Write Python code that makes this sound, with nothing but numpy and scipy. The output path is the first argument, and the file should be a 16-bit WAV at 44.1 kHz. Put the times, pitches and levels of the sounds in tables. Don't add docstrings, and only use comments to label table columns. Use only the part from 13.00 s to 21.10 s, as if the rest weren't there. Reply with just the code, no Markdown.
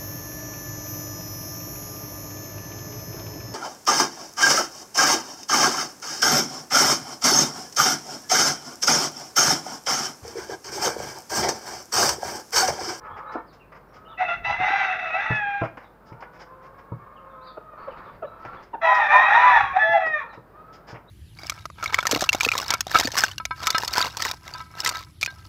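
import sys
import numpy as np
from scipy import signal
from scipy.fft import rfft, irfft, next_fast_len
from scipy.io import wavfile
from scipy.ndimage import map_coordinates

SR = 44100
rng = np.random.default_rng(int(sys.argv[2]) if len(sys.argv) > 2 else 0)


def int16_out(signal):
    q = np.round(np.clip(np.atleast_2d(signal).T, -1, 1) * 32767)
    wavfile.write(sys.argv[1], SR, q.astype(np.int16))


N = 357210


def near_roosters():
    # time in seconds, level in dB.
    effort_1, effort_2 = [
        [(1.17, -62.5), (1.178, -38), (1.212, -17), (1.278, -31.5), (1.288, -22), (1.346, -26), (1.42, -66.5)],
        [(1.43, -50), (1.434, -48.5), (1.45, -24.5), (1.504, -20), (1.58, -30.5)],
        [(1.58, -32.5), (1.628, -20.5), (1.756, -22.5), (1.802, -20.5), (1.948, -27), (1.984, -34),
         (1.992, -28), (2.1, -28.5)],
        [(2.1, -23), (2.124, -30), (2.15, -18.5), (2.18, -25), (2.3, -27), (2.306, -23.5), (2.612, -28),
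         (2.62, -22)],
    ], [
        [(5.812, -43), (5.818, -29.5), (5.848, -16), (5.93, -14), (5.94, -19), (5.994, -18), (6.08, -19.5)],
        [(6.08, -26), (6.084, -24.5), (6.144, -10.5), (6.28, -18)],
        [(6.28, -15), (6.33, -14), (6.464, -12), (6.554, -16), (6.564, -10.5), (6.602, -20), (6.61, -11),
         (6.62, -23), (6.735, -33.5)],
        [(6.735, -26.5), (6.749, -30), (6.771, -9), (6.781, -21.5), (6.979, -14.5), (6.989, -23), (7.113, -28),
         (7.141, -18.5), (7.24, -39)],
    ]
    # lower voice's start and end in Hz, upper voice's arch centre and
    # half-length in seconds and top in Hz, then in dB upper over lower voice, rasp over voices,
    # deep over bright rasp, overtone lift.
    opening_1, opening_2 = [(647, 670, 1.32, 0.071, 690, 10, -6.5, 3.5, -6),
                            (650, 679, 1.505, .08, 1008, -5, -4, 4.5, 5),
                            (683, 650, 1.77, 0.13, 788, 4.5, 0, -2.5, 3.5)], [(669.4, 596, 5.925, .14, 1005, 4, -4, 6.5, 1),
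                                                   (580, 640, 6.195, 0.092, 1040, 1, -4, 5, 0.029),
                                                   (632, 540, 6.46, .15, 992, 10.5, -3.5, 2, 0.1)]
    # time in seconds, lower and upper voice in Hz, then in dB upper over
    closing_1, closing_2 = [(2.112, 626.6, 700, -18.5, -3), (2.159, 659.6, 750.6, -3.5, -13),
                            (2.22, 657.6, 852.4, 5, 6.5), (2.282, 650.2, 888.4, -5.5, -2),
                            (2.379, 637.6, 847, 5.5, -11), (2.45, 627, 812, 22, -17.5),
                            (2.62, 630, 807.8, 25, -11.5)], [(6.739, 589, 752, -7, -7), (6.77, 616.4, 747, 28, -12),
                                                   (6.793, 640, 865, 12, -8.5),
                                                   (6.936, 674.6, 861, -0.5, -35),
                                                   (6.976, 669.8, 756.5, -1, -17),
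                                                   (7.015, 654, 735, -4.5, -10),
                                                   (7.141, 614.3, 695, -33, -37.5),
                                                   (7.181, 593, 700, -25, -10.5),
                                                   (7.239, 533.4, 692, -27, 4)]
    syrinx_1, syrinx_2 = dict(rest_hz=736, lower=dict(source_db=[-7, -7.5, 0, -3.5],
                          top_db=-14.5, tilt_db=4, carry_db=-9.5), upper=dict(source_db=[-1.5, -2.5, -9.5],
                          top_db=-3.5, tilt_db=-19.5, carry_db=-20)), dict(rest_hz=788, lower=dict(thin_db=-12, source_db=[-6, -2, -0.5, -7],
                                                top_db=-11, tilt_db=-9.5, carry_db=-1),
                                                upper=dict(source_db=[5, -5, -23],
                                                top_db=-11, tilt_db=-6, carry_db=-15))
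    # frequency in Hz, gain in dB.
    throat_1, throat_2 = [(900, -33.5), (1150, -1), (1400, 4), (1750, -1.5), (2050, 4), (2380, -7),
                          (2680, 2.5), (3100, -23.5), (3600, -7), (4400, -29), (5100, -29), (6050, -28),
                          (7000, -45.5), (8800, -75)], [(900, -27.5), (1150, 4), (1600, 0.5), (1900, 4), (2200, -7),
                                                (2520, 0), (3020, -23.5), (3350, -9), (3900, -13),
                                                (4350, -34), (5800, -27), (7000, -43.5), (9500, -52.5),
                                                (11000, -93.5)]
    # centre in Hz, half-width in Hz, lift in dB.
    flares_1, flares_2 = [(738, 16, 16.5), (990, 40, 5), (1330, 14, 9), (1691, 52, 14.5), (2021, 45, 10.5),
                          (2527, 54, 8.5), (2700, 200, 3)], [(665, 22, 21.6), (758, 61, 9.6), (1076, 60, 21),
                                                (1730, 16, 22), (1851.4, 37, 14), (2020, 170, 4),
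                                                (2494, 55, 4.4)]
    first = crow(effort_1, opening_1, closing_1, syrinx_1, throat_1, flares_1, -0.77, rasp_top_db=-3.5)
    second = crow(effort_2, opening_2, closing_2, syrinx_2, throat_2, flares_2, 0.42, rasp_top_db=-6)
    return first + second


def crow(efforts, openings, ending, bird, throat, flares, gain_db, rasp_top_db):
    # frequency in Hz, gain in dB.
    low_resonance = [(200, -49.5), (450, -15.5), (580, -9.5), (660, 0.5), (780, 13.5), (950, 4.5),
                     (1100, -5.5), (1400, -26.5), (2200, -62), (5000, -110)]
    rasp_colour = [(hz, db + rasp_top_db * (hz > 3000)) for hz, db in throat]
    out = np.zeros(N)
    for i, effort in enumerate(efforts):
        start, fade, (effort_db,) = curves(effort)
        n = len(fade)
        t = start + np.arange(n) / SR
        slack_db = effort_db.max() - effort_db
        if i < len(openings):
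            syllable = opening(t, slack_db, openings[i], bird["rest_hz"])
        else:
            syllable = closing(t, ending)
        low_hz, high_hz, lead_db, rough_db, depth_db, shine_db = syllable
        shine_db = shine_db + 0.23 * (effort_db - effort_db.mean())
        voices_db, rasp_db = split(effort_db + gain_db, rough_db)
        low_db, high_db = split(voices_db, lead_db)
        bright_db, deep_db = split(rasp_db, depth_db - 1.4 * slack_db)
        lower = syrinx(low_hz, low_db, bright_db, shine_db, throat, flares, **bird["lower"])
        upper = syrinx(high_hz, high_db, bright_db, shine_db, throat, flares, **bird["upper"])
        puffs = unit(undb(2 * wander(300, n)))
        rasp = undb(deep_db) * noise(low_resonance, n) + undb(bright_db) * noise(rasp_colour, n)
        add(out, start, fade * (lower + upper + puffs * rasp))
    return out


def opening(t, slack_db, row, rest_hz):
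    from_hz, to_hz, top_s, half_s, top_hz, lead_db, rough_db, deep_db, shine_db = row
    arch = np.maximum(1 - np.abs((t - top_s) / half_s) ** 2.8, 0)
    low_hz = np.linspace(from_hz, to_hz, len(t))
    high_hz = rest_hz + (top_hz - rest_hz) * arch
    lead_db = lead_db - 0.94 * slack_db
    return low_hz, high_hz, lead_db, rough_db, deep_db, shine_db


def closing(t, rows, deep_db=3, shine_db=-3):
    times, *columns = np.transpose(rows)
    return [np.interp(t, times, column) for column in columns] + [deep_db, shine_db]


def syrinx(hz, level_db, rasp_db, shine_db, throat, flares,
           source_db, top_db, tilt_db, carry_db, thin_db=0):
    n = len(hz)
    levels = np.array([
        db + sum(lift * np.exp(-((k * hz - centre) / width) ** 2) for centre, width, lift in flares)
        for k, db in enumerate(source_db, 1)])
    levels[0] += thin_db * np.minimum(undb(rasp_db - level_db), 1)
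    levels = levels + level_db - 10 * np.log10(np.sum(undb(levels) ** 2, axis=0))
    chaos = np.minimum(undb(rasp_db - np.max(levels, axis=0)), 1)
    jitter = (.004 + .006 * chaos ** 1.5) * wander(240, n) + .01 * chaos * wander(45, n)
    phase = turn(hz * (1 + jitter))
    voice = np.zeros(n)
    for k, db in enumerate(levels, 1):
        shimmer_db = 2 * chaos * wander(100, n) + (1.37 + 2 * chaos) * wander(29.7, n)
        voice += undb(db + shimmer_db) * np.sin(k * phase)
    drive = np.sqrt(undb(levels[0] + carry_db) ** 2 + sum(undb(db) ** 2 for db in levels[1:]))
    for k in range(len(levels) + 1, 14):
        calm_db = tilt_db * (1 - chaos) * np.clip((k * hz - 3400) / 500, 0, 1)
        overtone_db = top_db + shine_db + calm_db + response(throat, k * hz) + 2 * wander(25, n)
        voice += drive * undb(overtone_db) * np.sin(k * phase)
    return np.sqrt(2) * voice


def clucks():
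    # start and length in seconds, start and end pitch in Hz, level in dB, hoarseness 0-1.
    notes = [(0.346, 0.03, 380, 322, -27, 0.54), (0.342, 0.057, 267, 232, -32.5, 0),
             (2.611, 0.05, 736, 635, -23.5, 0.34), (4.568, 0.024, 787, 464, -33.5, 0.72),
             (4.732, 0.012, 624, 570, -40.5, 0.54), (4.87, 0.031, 646, 555, -34, 0.32),
             (4.88, 0.02, 573, 516, -28.5, 0.02), (5.22, 0.03, 688, 623, -27, 0.4),
             (5.237, 0.032, 564, 523, -30, 0.02), (5.73, 0.036, 1004, 680, -26, 0.37)]
    # frequency in Hz, gain in dB.
    throat = [(150, -16), (290, -1), (540, 1.5), (900, -2.5), (1100, -10), (1400, -6), (1900, -30.5),
              (2800, -30.5), (4500, -57.5), (9000, -86.5)]
    out = np.zeros(N)
    for start, length, from_hz, to_hz, db, hoarse in notes:
        u = np.linspace(0, 1, int(length * SR))
        swell = np.sin(np.pi * u ** .8) ** 2
        voice = call(from_hz + (to_hz - from_hz) * u, hoarse, throat, jitter=0.04)
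        add(out, start, undb(db) * swell * voice)
    return out


def call(hz, hoarse, throat, jitter):
    n = len(hz)
    phase = turn(hz * (1 + jitter * wander(150, n)))
    gains = [undb(response(throat, k * hz)) for k in range(1, 8)]
    tone = sum(g * np.sin(k * phase) for k, g in enumerate(gains, 1))
    tone /= np.sqrt(sum(g ** 2 for g in gains) / 2)
    share = np.clip(hoarse, 0, 1)
    return np.sqrt(1 - share ** 2) * tone + share * noise(throat, n)


def thumps():
    # start in seconds, level in dB, boards over floor in dB.
    blows = [(1.474, -39, -9), (1.598, -31, 2.5), (1.701, -47, 17), (2.304, -14.5, -7.5),
             (2.615, -17.5, -1), (3.118, -32, -3), (3.919, -21, -6), (5.453, -37.5, 2), (6.89, -35.5, 0),
             (7.374, -37, 3), (7.928, -30.5, -4)]
    # mode frequency in Hz, level in dB, time to fall 60 dB in seconds.
    floor_modes, board_modes = [(122.2, 2, 0.11), (163.7, -2.5, 0.15)], [(325, -2.5, 0.052), (356.5, 3, 0.041),
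                                                     (466, 2.5, 0.05), (557, -7, 0.097), (984, 0, 0.052),
                                                     (1270, -1.5, 0.029)]
    out, t = np.zeros(N), np.arange(SR // 3) / SR
    attack = 1 - np.exp(-t / 0.0044)

    def ring(modes):
        return sum(undb(db - 60 * t / t60) * np.sin(2 * np.pi * hz * (1 + .02 * rng.standard_normal()) * t)
                   for hz, db, t60 in modes)
    for start, db, knock_db in blows:
        add(out, start, undb(db) * attack * (ring(floor_modes) + undb(knock_db) * ring(board_modes)))
    return out


def pecks(flicker_db=0.5, tail_s=0.014):
    # start and length in seconds, rattle of the grain in dB, scuff on the mat in dB.
    strokes = [(0.036, 0.058, -74, -45.5), (0.16, 0.054, -64, -41), (0.313, 0.045, -57.5, -44.5),
               (0.523, 0.043, -61.5, -57), (0.718, 0.018, -69, -43), (0.742, 0.05, -67, -47),
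               (0.926, 0.077, -61.5, -51.5), (2.35, 0.015, -54.5, -41), (2.501, 0.017, -75, -49.5),
               (2.624, 0.055, -61, -31.5), (2.77, 0.014, -62.5, -37), (2.785, 0.1, -72, -48.5),
               (3.05, 0.078, -64, -70), (3.124, 0.0084, -68, -46), (3.203, 0.018, -60.5, -49),
               (3.221, 0.014, -67, -36), (3.319, 0.098, -67, -52.5), (3.387, 0.065, -54.5, -45),
               (3.617, 0.088, -67, -52), (3.777, 0.039, -68, -51), (5.383, 0.073, -73, -61),
               (5.449, 0.0078, -58, -34), (5.624, 0.023, -60.5, -55), (5.941, 0.03, -43.5, -52.5),
               (6.92, 0.024, -55, -42), (7.058, 0.024, -54.5, -31), (7.326, 0.036, -64, -43),
               (7.722, 0.056, -56.5, -52), (7.867, 0.084, -52.5, -43.5), (7.938, 0.048, -80, -40)]
    # frequency in Hz, gain in dB.
    grain_colour, mat_colour = [(1500, -16), (3000, 2), (4200, -4), (5100, 10), (6000, -2.5), (7000, -7.5),
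                                (8200, -21.5), (14000, -31.5)], [(100, -19), (350, -2), (800, 4), (1300, 1),
                                                      (2200, -3.5), (3000, -17), (5000, -53),
                                                      (10000, -49.5)]
    out, n = np.zeros(N), SR // 4
    t = np.arange(n) / SR
    for start, length, rattle_db, scuff_db in strokes:
        stroke = np.minimum(t / (.25 * length), 1) * np.exp(-np.maximum(t - .6 * length, 0) / tail_s)
        grains = unit(undb(flicker_db * wander(500, n)))
        rattle = undb(rattle_db) * noise(grain_colour, n)
        scuff = undb(scuff_db) * noise(mat_colour, n)
        add(out, start, stroke * grains * (rattle + scuff))
    return out


def far_roosters(attack_s=0.031, release_s=0.028):
    # start and length in seconds, start, middle and end pitch in Hz, level in dB,
    # swell from start to end in dB, hoarseness (all rasp from 1 up).
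    syllables = [(0, 0.42, 438, 423.2, 455.6, -38, 5.5, 0.75),
                 (0.882, 0.28, 608, 633, 667, -50.5, 18, 0.48),
                 (3.048, 1.476, 439.5, 540.8, 509.8, -49.5, 3.5, .5),
                 (3.982, 0.79, 588.5, 634.6, 609, -48, 9, 0.25),
                 (4.75, 0.38, 618, 640.3, 538.5, -44.5, -4.5, 0.85),
                 (5.258, 0.282, 663, 660, 687, -42, 7, .55), (5.511, 0.12, 663, 592, 582, -44.5, -19, 1.15),
                 (7.201, 0.23, 472, 449, 430, -49.5, -32.5, 0.68), (7.515, 0.12, 545, 617, 615, -47, 20, 0),
                 (7.625, 0.19, 630, 650, 660, -49, -2, 0)]
    # frequency in Hz, gain in dB.
    throat = [(300, -52), (520, -3.5), (660, -16), (880, -2.5), (1270, 2), (1500, -6.5), (1640, -15.5),
              (1800, -8), (1950, -41.5), (2180, -17.5), (2800, -37), (4000, -39), (9000, -92)]
    out = np.zeros(N)
    for start, length, from_hz, mid_hz, to_hz, db, swell_db, hoarse in syllables:
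        u = np.linspace(0, 1, int(length * SR))
        fade = np.clip(np.minimum(u / attack_s, (1 - u) / release_s) * length, 0, 1)
        voice = call(arc(u, from_hz, mid_hz, to_hz), hoarse, throat, jitter=.016)
        level_db = db + swell_db * (u - .5) + 1.96 * wander(71.7, len(u))
        add(out, start, fade * undb(level_db) * voice)
    return echoes(out, t60=.25, wet_db=-4)


def small_birds(bow=.02):
    # start and length in seconds, start and end pitch in Hz, level in dB.
    chirps = [(0.09, 0.07, 3130, 3290, -62), (0.264, 0.056, 3680, 4070, -61),
              (0.461, 0.065, 5260, 3300, -62), (.592, 0.047, 2820, 2390, -56),
              (0.858, 0.12, 5450, 5600, -74), (1.048, 0.031, 2790, 3000, -54),
              (1.077, 0.057, 3690, 3380, -55), (1.125, .028, 3100, 2680, -56),
              (2.824, 0.046, 4100, 3290, -66), (4.16, 0.028, 3180, 2520, -58),
              (4.294, 0.051, 3730, 3270, -70), (4.402, 0.061, 3240, 5100, -61),
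              (4.443, 0.073, 4110, 3280, -54), (4.467, 0.024, 5040, 3860, -51.5),
              (4.765, .091, 4250, 4520, -68), (4.902, 0.036, 3160, 2240, -55),
              (5.042, 0.062, 3960, 2940, -66), (5.255, 0.041, 3940, 3750, -62.5),
              (5.553, 0.036, 3660, 3060, -61), (7.283, .065, 4260, 3550, -60),
              (8.075, 0.033, 3780, 3900, -54)]
    out = np.zeros(N)
    for start, length, from_hz, to_hz, db in chirps:
        u = np.linspace(0, 1, int(length * SR))
        hz = arc(u, from_hz, (1 + bow) * (from_hz + to_hz) / 2, to_hz)
        phase = turn(hz * (1 + .025 * wander(500, len(u))))
        add(out, start, undb(db) * np.sqrt(2) * np.sin(np.pi * u) * np.sin(phase))
    return echoes(out, t60=.3, wet_db=2)


def air_puffs():
    # start and hold in seconds, level in dB.
    puffs = [(.11, .02, -52.5), (1.47, .04, -46.5), (5.42, .02, -55), (6.61, .03, -45.5)]
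    # frequency in Hz, gain in dB.
    colour = [(20, -16), (50, -1.5), (90, -2.5), (150, -7.5), (300, -22.5), (800, -59.5)]
    return swish(puffs, colour, flicker_db=4.5, rise_db_per_s=111, fall_db_per_s=74)


def rustles():
    # start and hold in seconds, level in dB.
    swells = [(4.47, 0.023, -57), (4.82, 0.3, -50.5), (5.45, .16, -48.5)]
    # frequency in Hz, gain in dB.
    colour = [(1200, 13.5), (2200, 5.5), (3300, -8), (4700, -8.5), (5600, -20.5), (8000, -36)]
    return swish(swells, colour, flicker_db=3.0, rise_db_per_s=212, fall_db_per_s=135)


def yard(air_db=-52, hum_hz=50, hum_db=-62, hiss_db=-77):
    # frequency in Hz, relative spectral density in dB.
    colour = [(15, -26), (25, -4.5), (169, 0), (267, -6), (482, -2.5), (552, -4), (762, -6), (1240, -7.5),
              (1570, -12), (1750, -16), (1950, -20), (3260, -34), (5140, -37), (6730, -56.5),
              (15500, -33.5)]
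    air = undb(air_db + wander(3.3, N) + 0.5 * wander(20, N)) * noise(colour, N)
    air = signal.sosfilt(signal.butter(2, 65, "high", fs=SR, output="sos"), air)
    hum = undb(hum_db) * np.sqrt(2) * np.sin(turn(hum_hz + 0.85 * wander(9.4, N)))
    return air + hum + undb(hiss_db) * rng.standard_normal(N)


def swish(rows, colour, flicker_db, rise_db_per_s, fall_db_per_s):
    t = np.arange(N) / SR
    swell = sum(undb(db - rise_db_per_s * np.maximum(start - t, 0)
                     - fall_db_per_s * np.maximum(t - start - hold, 0)) for start, hold, db in rows)
    return swell * undb(flicker_db * wander(44, N)) * noise(colour, N)


def echoes(x, t60, wet_db):
    t = np.arange(SR) / SR
    reflections = rng.standard_normal(SR) * undb(-60 * t / t60) * (t > .003)
    impulse = undb(wet_db) * unit(reflections) / np.sqrt(SR)
    impulse[0] = 1
    return signal.fftconvolve(x, impulse)[:N] / np.sqrt(np.sum(impulse ** 2))


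def undb(db):
    return 10 ** (np.asarray(db) / 20)


def unit(x):
    return x / np.sqrt(np.mean(x ** 2) + 1e-20)


def split(total_db, lead_db):
    first_db = total_db - 10 * np.log10(1 + undb(lead_db) ** 2)
    return first_db, first_db + lead_db


def response(points, hz):
    f, db = np.transpose(points)
    return np.interp(np.log(np.maximum(hz, 1)), np.log(f), db)


def noise(points, size):
    n = next_fast_len(size + 2048)
    gain = undb(response(points, np.arange(n // 2 + 1) * SR / n))
    return unit(irfft(rfft(rng.standard_normal(n)) * gain, n))[:size]


def wander(rate, size):
    at = np.arange(size) * rate / SR
    return map_coordinates(rng.standard_normal(4096), [at], order=3, mode="mirror")


def curves(rows):
    times, *columns = np.transpose(rows)
    t = np.arange(times[0] - .01, times[-1] + .01, 1 / SR)
    fade = np.sin(np.pi / 2 * np.clip(np.minimum(t - t[0], t[-1] - t) / 0.02, 0, 1)) ** 2
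    return t[0], fade, [np.interp(t, times, column) for column in columns]


def arc(u, start_hz, mid_hz, end_hz):
    return np.polyval(np.polyfit([0, .5, 1], [start_hz, mid_hz, end_hz], 2), u)


def turn(hz):
    return 2 * np.pi * np.cumsum(hz) / SR


def add(out, start, x):
    i = int(round(start * SR))
    lo, hi = max(i, 0), min(i + len(x), N)
    if hi > lo:
        out[lo:hi] += x[lo - i:hi - i]


def scene():
    crows = echoes(near_roosters(), t60=.36, wet_db=-8)
    feeding = echoes(clucks() + thumps() + pecks(), t60=0.25, wet_db=-8)
    return (crows + feeding + air_puffs() + rustles() + far_roosters() + small_birds() + yard())[None]


def record(dry):
    return signal.sosfilt(signal.ellip(10, .1, 80, 15450, fs=SR, output="sos"), dry)


dry = scene()
out = record(dry)
int16_out(out)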